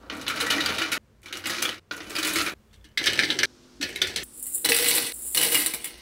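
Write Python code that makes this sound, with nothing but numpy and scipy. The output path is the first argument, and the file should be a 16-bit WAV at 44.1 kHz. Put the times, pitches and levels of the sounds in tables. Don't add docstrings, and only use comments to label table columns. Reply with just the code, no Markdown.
import sys
import numpy as np
from scipy import signal
from scipy.fft import rfft, irfft
from scipy.io import wavfile
from scipy.ndimage import uniform_filter1d

SR = 44100
rng = np.random.default_rng(int(sys.argv[2]) if len(sys.argv) > 2 else 0)


def transcribe(signal):
    frames = np.atleast_2d(signal).T
    limited = np.clip(frames, -1, 1)
    pcm = np.round(limited * 32767).astype(np.int16)
    wavfile.write(sys.argv[1], SR, pcm)


def how_loud(loudness_db):
    steps = np.asarray(loudness_db, float) / 20
    return 10 ** steps


N = 265393


def evened(x):
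    return x / np.sqrt(np.mean(x ** 2) + 1e-20)


def read(points, hz):
    f, value = np.transpose(points)
    return np.interp(np.log(hz + 1), np.log(f + 1), value)


def coloured_noise(spectrum, size, level_db):
    white = rfft(rng.standard_normal(size))
    colour = how_loud(read(spectrum, np.fft.rfftfreq(size, 1 / SR)))
    return how_loud(level_db) * evened(irfft(white * colour, size))


def rumble():
    # [t/s, level/dB]
    swell = [(0.0, -57), (0.742, -63), (1.839, -66), (2.029, -61), (2.83, -58), (3.59, -63.5),
             (4.07, -56.5), (4.91, -63), (5.14, -59), (6.02, -55)]
    spectrum = [(25, -16.0), (45, -11.5), (58, 8.0), (75, -17.0), (110, -43.5)]
    low = coloured_noise(spectrum, N, 0)
    return how_loud(np.interp(np.arange(N) / SR, *np.transpose(swell))) * low


def hiss(k, size):
    # [f/Hz, level per Hz/dB]
    early = [(53, -34), (90, -1), (114, -13.5), (151, -11.5), (172, -25), (219, -6), (244, -22), (429, -20),
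             (769, -29), (1290, -29.5), (8350, -44.5), (15000, -64), (16000, -48.5)]
    # [f/Hz, level per Hz/dB]
    late = [(53, -27), (90, -11.5), (151, -11), (184, -18), (255, -6.5), (284, -24), (353, -12),
            (550, -17.5), (737, -22), (1470, -21), (1950, -26.5), (5650, -22), (7490, -29.5), (16000, -49)]
    take_db = [-56, -59.5, -60.5, -58.5, -57, -59, -57]
    return coloured_noise(early if k < 4 else late, size, take_db[k])


def hum(t):
    # [f/Hz, level/dB]
    tones = [(215.3, -68), (253.0, -60), (301.5, -64.5), (349.9, -62), (554.5, -93)]
    sway = evened(uniform_filter1d(rng.standard_normal((len(tones), len(t))), size=6000, axis=1))
    out = np.zeros(len(t))
    for (hz, db), wave in zip(tones, sway):
        strength = how_loud(db + np.clip(3.1 * wave, -3, 3))
        out += strength * np.sin(2 * np.pi * (hz * t + rng.random()))
    return out


def room(x):
    # [f/Hz, t60/s]
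    decay = [(200, 0.38), (1500, 0.41), (5000, 0.053), (14000, 0.16)]
    taps = np.zeros(SR // 2)
    at = np.arange(100, len(taps) - 20, 10)
    taps[at + rng.integers(0, 10, len(at))] = rng.choice([-1., 1.], len(at))
    hz, t, z = signal.stft(taps, SR, nperseg=256)
    t60 = np.clip(read(decay, hz), .05, .27)[:, None]
    tail = signal.istft(z * how_loud(-60 * t / t60), SR, nperseg=256)[1]
    return signal.fftconvolve(x, tail / np.linalg.norm(tail))[:len(x)]


def shimmer(x, patchy_db):
    z = signal.stft(x, nperseg=256, noverlap=192)[2]
    patches = rng.standard_normal(z.shape)
    for hz_bins, frames in [(9, 17), (5, 5)]:
        patches = uniform_filter1d(patches, size=hz_bins, axis=0)
        patches = uniform_filter1d(patches, size=frames, axis=1)
    gain = how_loud(patchy_db * evened(patches) - 0.29 * patchy_db ** 2)
    return signal.istft(z * gain, nperseg=256, noverlap=192)[1][:len(x)]


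def causal(db):
    log_gain = np.log(how_loud(np.maximum(db, -100)))
    circle = np.concatenate([log_gain, log_gain[-2:0:-1]])
    taps = np.fft.ifft(np.exp(np.conj(signal.hilbert(circle)))).real[:len(db) // 2]
    return taps / np.linalg.norm(taps)


def registers(spectrum, modes, top, k):
    ring_depth = [1, 0.93, 0.81, 0.8, 0.65, 1, 0.95]
    hz = np.fft.rfftfreq(8192, 1 / SR) + 1
    lifts = ring_depth[k] * sum(lift / (1 + (2 * (hz - f) / width) ** 2) for f, width, lift in modes)
    db = read(spectrum, hz) + lifts
    over_tray = -10 * np.log10(1 + (900 / hz) ** 8)
    under_tray = -10 * np.log10(1 + (hz / 900) ** 8)
    over_body = -10 * np.log10(1 + (6800 / hz) ** 24)
    under_body = -10 * np.log10(1 + (hz / 6600) ** 40)
    body = causal(db + over_tray + under_body)
    bright = causal(read(top, hz) + lifts + over_body)
    return body, bright, causal(db + under_tray)


def thuds(t):
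    # [t/s, level/dB, f/Hz]
    knocks = [(0.422, -26, 470), (0.503, -38, 307.0), (0.58, -24.5, 318), (0.667, -30, 301.0),
              (0.812, -24, 324), (2.184, -27, 320), (2.247, -27, 307), (2.332, -28, 305), (2.361, -25, 329),
              (2.411, -30, 295), (3.187, -45, 354), (3.226, -25, 305), (3.298, -27, 307),
              (3.356, -29.5, 380), (3.391, -32, 357), (3.424, -29, 388), (4.012, -31, 368),
              (4.642, -30, 461), (4.701, -18.5, 468.6), (4.792, -24.5, 472), (4.823, -24, 478),
              (4.903, -36, 495), (4.96, -27, 481), (5.373, -28.5, 484), (5.541, -31, 300),
              (5.585, -27, 301.0),
              (2.845, -49, 305),
        (4.7, -30.5, 272),
        (3.8, -27, 285),
    ]
    rise_s, t60_s, level_db = 0.0048, 0.17, -0.5
    out = np.zeros(len(t))
    for s, db, hz in knocks:
        age = np.maximum(t - s, 0) * (t[0] <= s)
        fade = how_loud(db + level_db - 60 * age / t60_s)
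        out += np.tanh(age / rise_s) * fade * np.sin(2 * np.pi * hz * age)
    return out


def contacts(size, per_s, spread_db):
    touch = rng.random(size) < per_s / SR
    sign = rng.choice([-1., 1.], size)
    return evened(touch * sign * how_loud(spread_db * np.minimum(rng.exponential(1, size), 4)))


def stirring(k, t):
    # [t/s, effort/dB]
    efforts = [
        [(0.0, -63), (0.097, -66)],
        [(0.1, -50), (0.158, -47), (0.26, -51.5), (0.398, -36.5), (0.478, -38.5), (0.658, -32.5),
         (0.818, -39.5), (0.98, -41)],
        [(1.24, -67), (1.444, -51.5), (1.536, -36.5), (1.632, -35.5), (1.752, -45.5), (1.796, -54)],
        [(1.912, -45), (1.968, -48.5), (2.076, -47.5), (2.314, -34.5), (2.374, -30), (2.49, -38.5),
         (2.537, -51.5)],
        [(2.975, -61), (3.031, -38), (3.149, -37.5), (3.293, -33), (3.427, -48.5), (3.457, -41)],
        [(3.815, -36), (3.867, -41), (3.987, -48), (4.053, -43.5), (4.235, -41.5)],
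        [(4.647, -70), (4.697, -26), (4.821, -26.5), (4.933, -25), (5.065, -31), (5.125, -42)],
        [(5.347, -63), (5.397, -29.5), (5.517, -30), (5.577, -26), (5.769, -44.5), (5.885, -44.5),
         (6.02, -48.5)],
    ]
    # [t/s, jingle/dB]
    slides = [
        [(4.235, -46), (4.439, -33.5), (4.567, -27.5), (4.645, -32.5), (4.697, -44), (4.821, -22), (4.933, -24),
         (5.065, -28.5), (5.125, -37)],
        [(5.125, -35.5), (5.267, -29), (5.34, -29.5), (5.397, -27), (5.517, -25), (5.577, -20), (5.769, -38.5),
         (5.885, -41), (6.02, -57)],
    ]
    # [bright top/dB, tray/dB]
    shares = [(-54.5, -41.5), (-52.5, -51.5), (-49.5, -46), (-52.5, -42.5), (-51, -47.5), (-72, -50.5),
              (-68, -55.5)]
    top_per_effort, tray_per_effort = 1, 0.52
    slide_body_db, slide_tray_db = -30.5, -28.5
    gains = np.zeros((3, len(t)))
    top_db, tray_db = shares[k]
    for rows in efforts + slides:
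        s, db = np.transpose(rows)
        inside = (t >= s[0]) & (t <= s[-1])
        db = np.interp(t, s, db)
        if rows in slides:
            gains += inside * how_loud([db + slide_body_db, db, db + slide_tray_db])
        else:
            over = db + 40
            gains += inside * how_loud([db, top_db + top_per_effort * over, tray_db + tray_per_effort * over])
    return gains


def rattle(gains, t, per_s, spread_db, clacks_per_s, clack_s, bed):
    clacks = abs(contacts(len(t), clacks_per_s, spread_db=1.1))
    clumps = evened(signal.lfilter([1], [1, -np.exp(-1 / (clack_s * SR))], clacks))
    scraping = [[.2], [.45], [.6]] * rng.standard_normal((3, len(t)))
    touch = contacts(len(t), per_s, spread_db) + scraping
    return gains * evened(touch * (bed + clumps))


def widened(force, gain):
    gentle_db, lively_db = -49, -20
    band = signal.butter(2, (7900, 10200), "band", fs=SR, output="sos")
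    narrow = signal.sosfiltfilt(band, force)
    share = np.clip((20 * np.log10(gain + 1e-9) - gentle_db) / (lively_db - gentle_db), .2, 1)
    return narrow + share * (force - narrow)


def ticks(rows, size, start, tick_db, tick_s, ring_s, ring_db, snap):
    force, t = np.zeros((3, size + 1000)), np.arange(1000) / SR
    onset = t / 0.0012 * np.exp(1 - t / 0.00091)
    shape = onset + np.tanh(t / 0.0017) * how_loud(-5.5 - 60 * t / tick_s)
    for s, db, hz, top_db in rows:
        touch = shape * rng.choice([-1., 1.], len(t)) * rng.exponential(0.58, len(t))
        touch[24] = snap
        ring = how_loud(-60 * t / ring_s) * np.sin(2 * np.pi * hz * t)
        body = touch + how_loud(ring_db) * np.convolve(touch, ring / np.linalg.norm(ring))[:len(t)]
        at = round((s - start) * SR)
        force[:2, at:at + len(t)] += how_loud(db + tick_db) * np.array([body, how_loud(top_db + 1.0) * touch])
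    return force[:, :size]


def landed(rows, k):
    # [thump/dB, clatter t60/s]
    landing = [(-19, 0.27), (-13, 0.21), (-15.5, 0.18), (-26.5, 0.15), (-21, 0.14), (-10.5, 0.082),
               (-9.5, 0.09)]
    thump_db, t60 = landing[k]
    out = []
    for row in rows:
        brighter = row[3] + 15
        out.append((*row, thump_db - 0.35 * brighter, t60 * how_loud(0.5 * brighter)))
    return out


def blows(rows, size, start, clatter_db, crack_db, crack_s, ring_db, ring_s, rise_s, top_share):
    force, t = np.zeros((3, size + 7000)), np.arange(7000) / SR
    for s, peak_db, hz, top_db, tray_db, t60 in rows:
        settle = np.clip((peak_db + 60.5) / 30, .2, 1)
        t60 = np.clip(t60, .02, .22) * settle * np.array([[1], [top_share], [1.2]])
        rise = np.tanh(t / (rise_s * np.array([[1], [2.2], [1.5]])))
        crack = how_loud(crack_db + np.array([[0], [8.5], [0]]) - 60 * t / crack_s)
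        fade = rise * (how_loud(-60 * t / t60) + crack)
        clatter = contacts(size=len(t), per_s=4200, spread_db=2.0)
        clatter[round(rise_s * SR)] = 4.3
        clatter = clatter * fade
        clatter *= how_loud(clatter_db) * np.linalg.norm(fade[0]) / np.linalg.norm(clatter[0])
        ring = how_loud(-60 * t[:800] / min(ring_s, .014)) * np.sin(2 * np.pi * hz * t[:800])
        strike = clatter[0] * how_loud(-60 * t / 0.0092)
        clatter[0] += how_loud(ring_db) * signal.oaconvolve(strike, ring / np.linalg.norm(ring))[:len(t)]
        cutoff_hz = np.clip(9000 * how_loud(0.72 * (top_db + 18.0)), 3600, 16000)
        soft = np.exp(-2 * np.pi * cutoff_hz / SR)
        clatter[0] = signal.lfilter([np.sqrt(1 - soft ** 2)], [1, -soft], clatter[0])
        at = round((s - start) * SR)
        force[:, at:at + len(t)] += how_loud(peak_db + np.array([[0], [top_db + 7.5], [tray_db + 6.0]])) * clatter
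    return force[:, :size]


def ringing(force, responses, wet_db, patchy_db):
    close = sum(signal.oaconvolve(f, r)[:len(f)] for f, r in zip(force, responses))
    return shimmer(close + how_loud(wet_db) * room(close), patchy_db)


def within(rows, start, end):
    return [row for row in rows if start <= row[0] < end]


def plastic_take(k, t, start, end):
    # [f/Hz, level per Hz/dB]
    pens = [(47, -60), (80, -15), (217, -13.5), (309, -6), (369, -10), (461, -13.5), (751, -15.5),
            (1020, -13), (1310, -1), (2970, -4.5), (3240, -6), (3870, -1.5), (6740, -10.5), (11000, -15.5),
            (16000, -21)]
    # [f/Hz, level per Hz/dB]
    markers = [(47, -54), (80, -7.5), (242, -11), (303, -11), (441, -5), (493, -7), (1050, -15.5),
               (1700, 4), (2780, -0.5), (3540, -0.5), (6030, -3), (6740, -16), (7870, -11.5),
               (14600, -26.5), (16000, -23.5)]
    # [f/Hz, width/Hz, lift/dB]
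    pen_modes = [(314, 150, 1.5), (499, 35.7, 6.5), (1290, 40, 0.5), (1430, 77, 3.5), (1933, 14, 9),
                 (2370, 220, 5.5), (2970, 130, 7), (10600, 760, 5)]
    # [f/Hz, width/Hz, lift/dB]
    marker_modes = [(326, 150, 12.7), (1720, 62, 2), (2170, 150, 3.4), (3000, 350, 3.1), (4170, 2200, 9.7)]
    # [t/s, peak/dB, ring f/Hz, brightness/dB]
    pen_blows = [(0.0981, -19.5, 3150, -30.5), (0.166, -33, 1910, -9), (0.2117, -25, 1275, -14.5),
                 (0.2652, -20, 1720, -26.5), (0.2793, -16, 4110, -10), (0.298, -15.5, 1550, -31),
                 (0.358, -22.5, 2020, -16), (0.401, -15, 2000, -13.5), (0.408, -12, 4170, -16),
                 (0.4626, -19.5, 1930, -13.5), (0.499, -21, 1370, -14), (0.5028, -7.5, 2970, -15.5),
                 (0.603, -15.5, 1840, -20.5), (0.659, -13.5, 2340, -20), (0.743, -25, 1800, -18),
                 (0.7819, -13, 3150, -18), (0.8165, -14, 2970, -18), (0.917, -12, 4090, -13),
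                 (0.9265, -14, 2730, -14.5),
                 (1.2298, -39.5, 2500, -10), (1.2576, -30, 2370, -16), (1.2828, -34.5, 3550, -16),
                       (1.307, -34, 1550, -51), (1.325, -23, 4100, -14), (1.3521, -26.5, 3130, -16.5),
                       (1.3724, -28.5, 1500, -12), (1.439, -24, 1570, -20), (1.456, -16, 2850, -17),
                       (1.468, -21.5, 1640, -4), (1.4951, -14, 1980, -14.5), (1.5828, -18.5, 2820, -22),
                       (1.6224, -15, 6200, -6), (1.649, -17.5, 3500, -17), (1.91, -17.5, 1490, -35),
                       (2.004, -22.5, 2080, -33), (2.0954, -28.5, 1290, -6.5), (2.153, -17.5, 5140, -14),
                       (2.1621, -20, 4930, -13), (2.1844, -15, 1650, -12), (2.2278, -12, 4940, -15),
                       (2.2471, -15, 4550, -7.5), (2.27, -17.5, 2230, -4.5), (2.332, -21, 1980, -4),
                       (2.357, -10, 2370, -13.5), (2.4172, -24, 4130, -3.5), (2.4608, -14.5, 2460, -18)]
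    # [t/s, peak/dB, ring f/Hz, brightness/dB]
    marker_blows = [(2.729, -42.5, 2600, -11.5), (2.7397, -44.5, 3630, -10), (2.8424, -38.5, 3320, -12.5),
                    (2.8538, -48, 3000, -31), (2.9739, -9.5, 2150, -18), (3.039, -14, 2290, -17.5),
                    (3.0573, -12, 1890, -12.5), (3.0667, -3.5, 2230, -20.5), (3.1322, -14.5, 3270, -26),
                    (3.19, -6, 2500, -21), (3.233, -10.5, 2100, -24), (3.3018, -8.5, 4000, -24),
                    (3.3877, -8, 2270, -19), (3.431, -5, 1640, -18), (3.8112, -17, 1720, -16),
                    (3.827, -11.5, 4300, -18.5), (3.961, -27, 2560, -14), (4.016, -7, 3760, -16),
                    (4.07, -18.5, 4440, -14), (4.1595, -11, 4230, -13), (4.186, -29, 1700, -45)]
    # [t/s, level/dB, ring f/Hz, brightness/dB]
    plastic_ticks = [(0.1, -33, 2370, -17), (0.149, -43, 5900, 2), (0.265, -24.5, 1610, -26.0),
                     (0.276, -33, 1510.0, -31.0), (0.2798, -19, 4120, -15), (0.3, -27, 2000.0, -18),
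                     (0.339, -31, 1540, -16), (0.377, -28.5, 5000, -15), (0.4026, -24.5, 1870.0, -16),
                     (0.412, -26, 3980.0, 6), (0.4676, -19, 1940.0, -10), (0.509, -20, 3050, -12),
                     (0.5824, -21, 1970, -20.0), (0.6065, -19, 3880.0, -5), (0.6598, -17, 4680, -4),
                     (0.742, -28, 2840, -12), (0.8179, -20, 2860, -21.5), (0.9179, -24, 3870, -5),
                     (0.9291, -26, 2600, -3), (1.218, -61, 6400, 10), (1.3096, -38, 1530.0, -21),
                     (1.3259, -22, 3870, -12), (1.3308, -28, 3100, -11), (1.3534, -34, 2850, -13.0),
                     (1.3708, -24.5, 5980, -3), (1.46, -24, 2100, -19.0), (1.5838, -30, 2710.0, -15.5),
                     (1.625, -16.5, 6200, 3), (1.6535, -15.5, 3450, -16), (1.621, -26, 6000, 3),
                     (1.9129, -27, 1410, -18), (1.966, -44.5, 6000, 11), (2.1641, -21, 4800, -17),
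                    (2.3359, -20.5, 3860, 3.5), (2.4672, -24, 1770, -19), (2.888, -54.5, 3000, -5),
                    (2.711, -59, 3460, -21), (2.7597, -56, 3380, 1), (2.8109, -58, 3530, -12),
                    (2.8524, -49, 2040, -7), (2.860, -50, 2820, -12), (2.9166, -55, 1940.0, -14.0),
                    (2.9743, -13, 2000, -27.5), (3.0395, -21, 3200, -8), (3.0299, -27, 2300, -3),
                    (3.0583, -15, 1860, -19), (3.0708, -15.5, 3120, -15), (3.1972, -21, 3170, -25.0),
                    (3.132, -23, 4500, 1), (3.234, -23, 2040, -22.0), (3.4322, -15, 2170.0, -25.0),
                    (3.7704, -53, 5600.0, -13.0), (3.891, -28, 2350, -5.5), (3.976, -31, 5600, -14),
                    (4.0166, -9.5, 3545, -27), (3.903, -35, 3000, 0), (3.9592, -21.5, 3950, -4),
                    (4.2326, -45.5, 5710.0, 20)]
    hits = landed(within(pen_blows + marker_blows, start, end), k)
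    sharp = within(plastic_ticks, start, end)
    force = blows(hits, len(t), start, clatter_db=-15.0, crack_db=-6.0, crack_s=0.022,
                  ring_db=-0.5, ring_s=0.03, rise_s=0.001, top_share=0.69)
    heap = rattle(stirring(k, t), t, per_s=2000, spread_db=2.0, clacks_per_s=140, clack_s=0.005, bed=1.1)
    force = force + how_loud(1.5) * heap
    force = force + ticks(sharp, len(t), start, tick_db=-6.5, tick_s=0.011, ring_s=0.022, ring_db=-1.5, snap=2.8)
    colour, modes = (pens, pen_modes) if k < 3 else (markers, marker_modes)
    return ringing(force, registers(colour, modes, colour, k), wet_db=-4.5, patchy_db=1.1)


def metal_take(k, t, start, end):
    # [f/Hz, level per Hz/dB]
    clips = [(47, -82), (80, -15.5), (220, -12.5), (330, -1.5), (387, -10), (468, -12), (797, -13.5),
             (876, -15), (1260, -19), (2020, -11), (2490, -12.5), (2900, -12.5), (7500, -16.5), (9750, -36),
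             (16500, -120)]
    # [f/Hz, width/Hz, lift/dB]
    clip_modes = [(473, 39, 15), (2000, 104, 6.9), (2910, 155, 7.4), (4190, 1200, 6.9), (5600, 170, 3.2),
                  (9200, 3600, 3.9)]
    # [f/Hz, level per Hz/dB]
    jingle = [(3530, -37), (6000, -44), (6700, -17.5), (7500, -8.5), (8200, -11), (9120, -10), (10600, -8),
              (11900, -12.5), (13800, -8.5), (15400, -12), (16000, -17.5)]
    # [t/s, peak/dB, ring f/Hz, brightness/dB]
    clip_blows = [(4.3742, -51, 5930, 24), (4.4254, -46, 5900, 29.5), (4.2355, -52, 5900, 28),
                  (4.465, -38.5, 4350, 19.5), (4.545, -40.5, 4200, 27), (4.6456, -7, 4170, -7.5),
                  (4.6573, -12, 2050, -21), (4.6887, -7, 4330, -4), (4.696, -14.5, 2170, 2.5),
                  (4.719, -11, 2000, -3), (4.7448, -17.5, 2250, 5.5), (4.7625, -10.5, 4130, -0.5),
                  (4.784, -21.5, 2000, 5), (4.8241, -14, 2000, -19), (4.844, -14.5, 2780, -7),
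                  (4.862, -14.5, 2090, -26), (4.885, -23, 4380, 9), (4.9064, -11, 4460, -10),
                  (4.931, -21, 4540, -29), (4.9491, -13, 2910, 3), (4.9784, -10.5, 4500, -6.5),
                  (5.0193, -17.5, 1920, -1), (5.118, -27, 4400, 0),
                  (5.976, -42, 4030, 0), (5.3464, -11, 4500, -0.5), (5.3739, -9.5, 3000, -0.5),
                    (5.4119, -11, 3050, -1), (5.4268, -9, 3060, -3.5), (5.4461, -13.5, 3900, -0.5),
                    (5.52, -11.5, 2980, -2), (5.5447, -10, 2370, -3), (5.553, -34, 3900, -19),
                    (5.572, -18, 2360, -25), (5.593, -14, 2380, -5), (5.660, -14, 4900, -2),
                    (5.736, -17.5, 2350, -2), (5.843, -20, 3440, 1.5)]
    # [t/s, level/dB, ring f/Hz, brightness/dB]
    clip_ticks = [(4.3274, -62, 3020, 12), (4.3963, -59, 3270.0, 30), (4.4579, -47, 5800, 23),
                  (4.5372, -50, 6050.0, 28), (4.5791, -45, 3670, 26), (4.6493, -12.5, 4030, 5),
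                  (4.6584, -20, 3980, 9), (4.6875, -12.5, 4250, -14), (4.719, -8.5, 2810, -8),
                  (4.7477, -19, 4830, 5.0), (4.7871, -16, 2050, -1.0), (4.834, -27, 2070, -1),
                  (4.843, -21.0, 2870, 7), (4.867, -19.5, 4600, -5), (4.8846, -23, 4180, 13.5),
                  (4.9056, -29, 4370, 12), (4.9125, -18, 2260, 3), (4.9505, -32, 3820, -1),
                  (4.9821, -19, 4140, 6), (5.12, -29, 4180.0, 1), (5.1438, -51, 6500, 25),
                  (5.2204, -51.0, 6270, 17), (5.2583, -55, 6400.0, 24.0), (5.265, -56, 4480.0, 29),
                  (5.3249, -47, 6370.0, 23.0), (5.372, -13, 2970, 1), (5.3763, -15, 4160.0, -3),
                  (5.4329, -22, 2320, 12), (5.545, -14, 2320, 5), (5.5516, -15, 2860, 6),
                  (5.573, -18, 2300, 3), (5.5943, -30, 2300, -4), (5.6612, -21.5, 4600, 10.5),
                  (5.6676, -29.5, 4240, 17), (5.738, -30.5, 3980, 13), (5.7454, -27.5, 2160, 12),
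                  (5.8026, -41.0, 2350.0, 4), (5.8435, -25.5, 2270, 3)]
    hits = landed(within(clip_blows, start, end), k)
    sharp = within(clip_ticks, start, end)
    force = blows(hits, len(t), start, clatter_db=-17.0, crack_db=-1.0, crack_s=0.0093,
                  ring_db=3.0, ring_s=0.016, rise_s=0.0012, top_share=0.68)
    gains = stirring(k, t)
    heap = rattle(gains, t, per_s=2600, spread_db=2.0, clacks_per_s=280, clack_s=0.011, bed=0.92)
    heap = how_loud(-3.5) * heap
    force = force + [heap[0], widened(heap[1], gains[1]), heap[2]]
    force = force + ticks(sharp, len(t), start, tick_db=-5.0, tick_s=0.0073, ring_s=0.029, ring_db=-5.5, snap=3.5)
    return ringing(force, registers(clips, clip_modes, jingle, k), wet_db=-6.0, patchy_db=1.17)


def scene():
    cuts = [0, .980, 1.797, 2.540, 3.458, 4.235, 5.125, 6.02]
    out = np.zeros(N)
    for k, (start, end) in enumerate(zip(cuts, cuts[1:])):
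        t = np.arange(round(start * SR), min(round(end * SR), N)) / SR
        handful = plastic_take if k < 5 else metal_take
        sound = handful(k, t, start, end) + thuds(t) + hiss(k, len(t))
        if k >= 4:
            sound = sound + hum(t)
        out[round(start * SR):][:len(t)] = sound * signal.windows.tukey(len(t), .002)
    return (out + rumble())[None]


def band_limit(x):
    return signal.sosfilt(signal.butter(12, 16810, fs=SR, output="sos"), x)


def record(dry):
    edge = signal.firwin(511, 15800, window=("kaiser", 9), fs=SR)
    held = 1.3 * np.tanh(dry / 1.3)
    return band_limit(signal.oaconvolve(held, edge[None], "same"))


dry = scene()
out = record(dry)
transcribe(out)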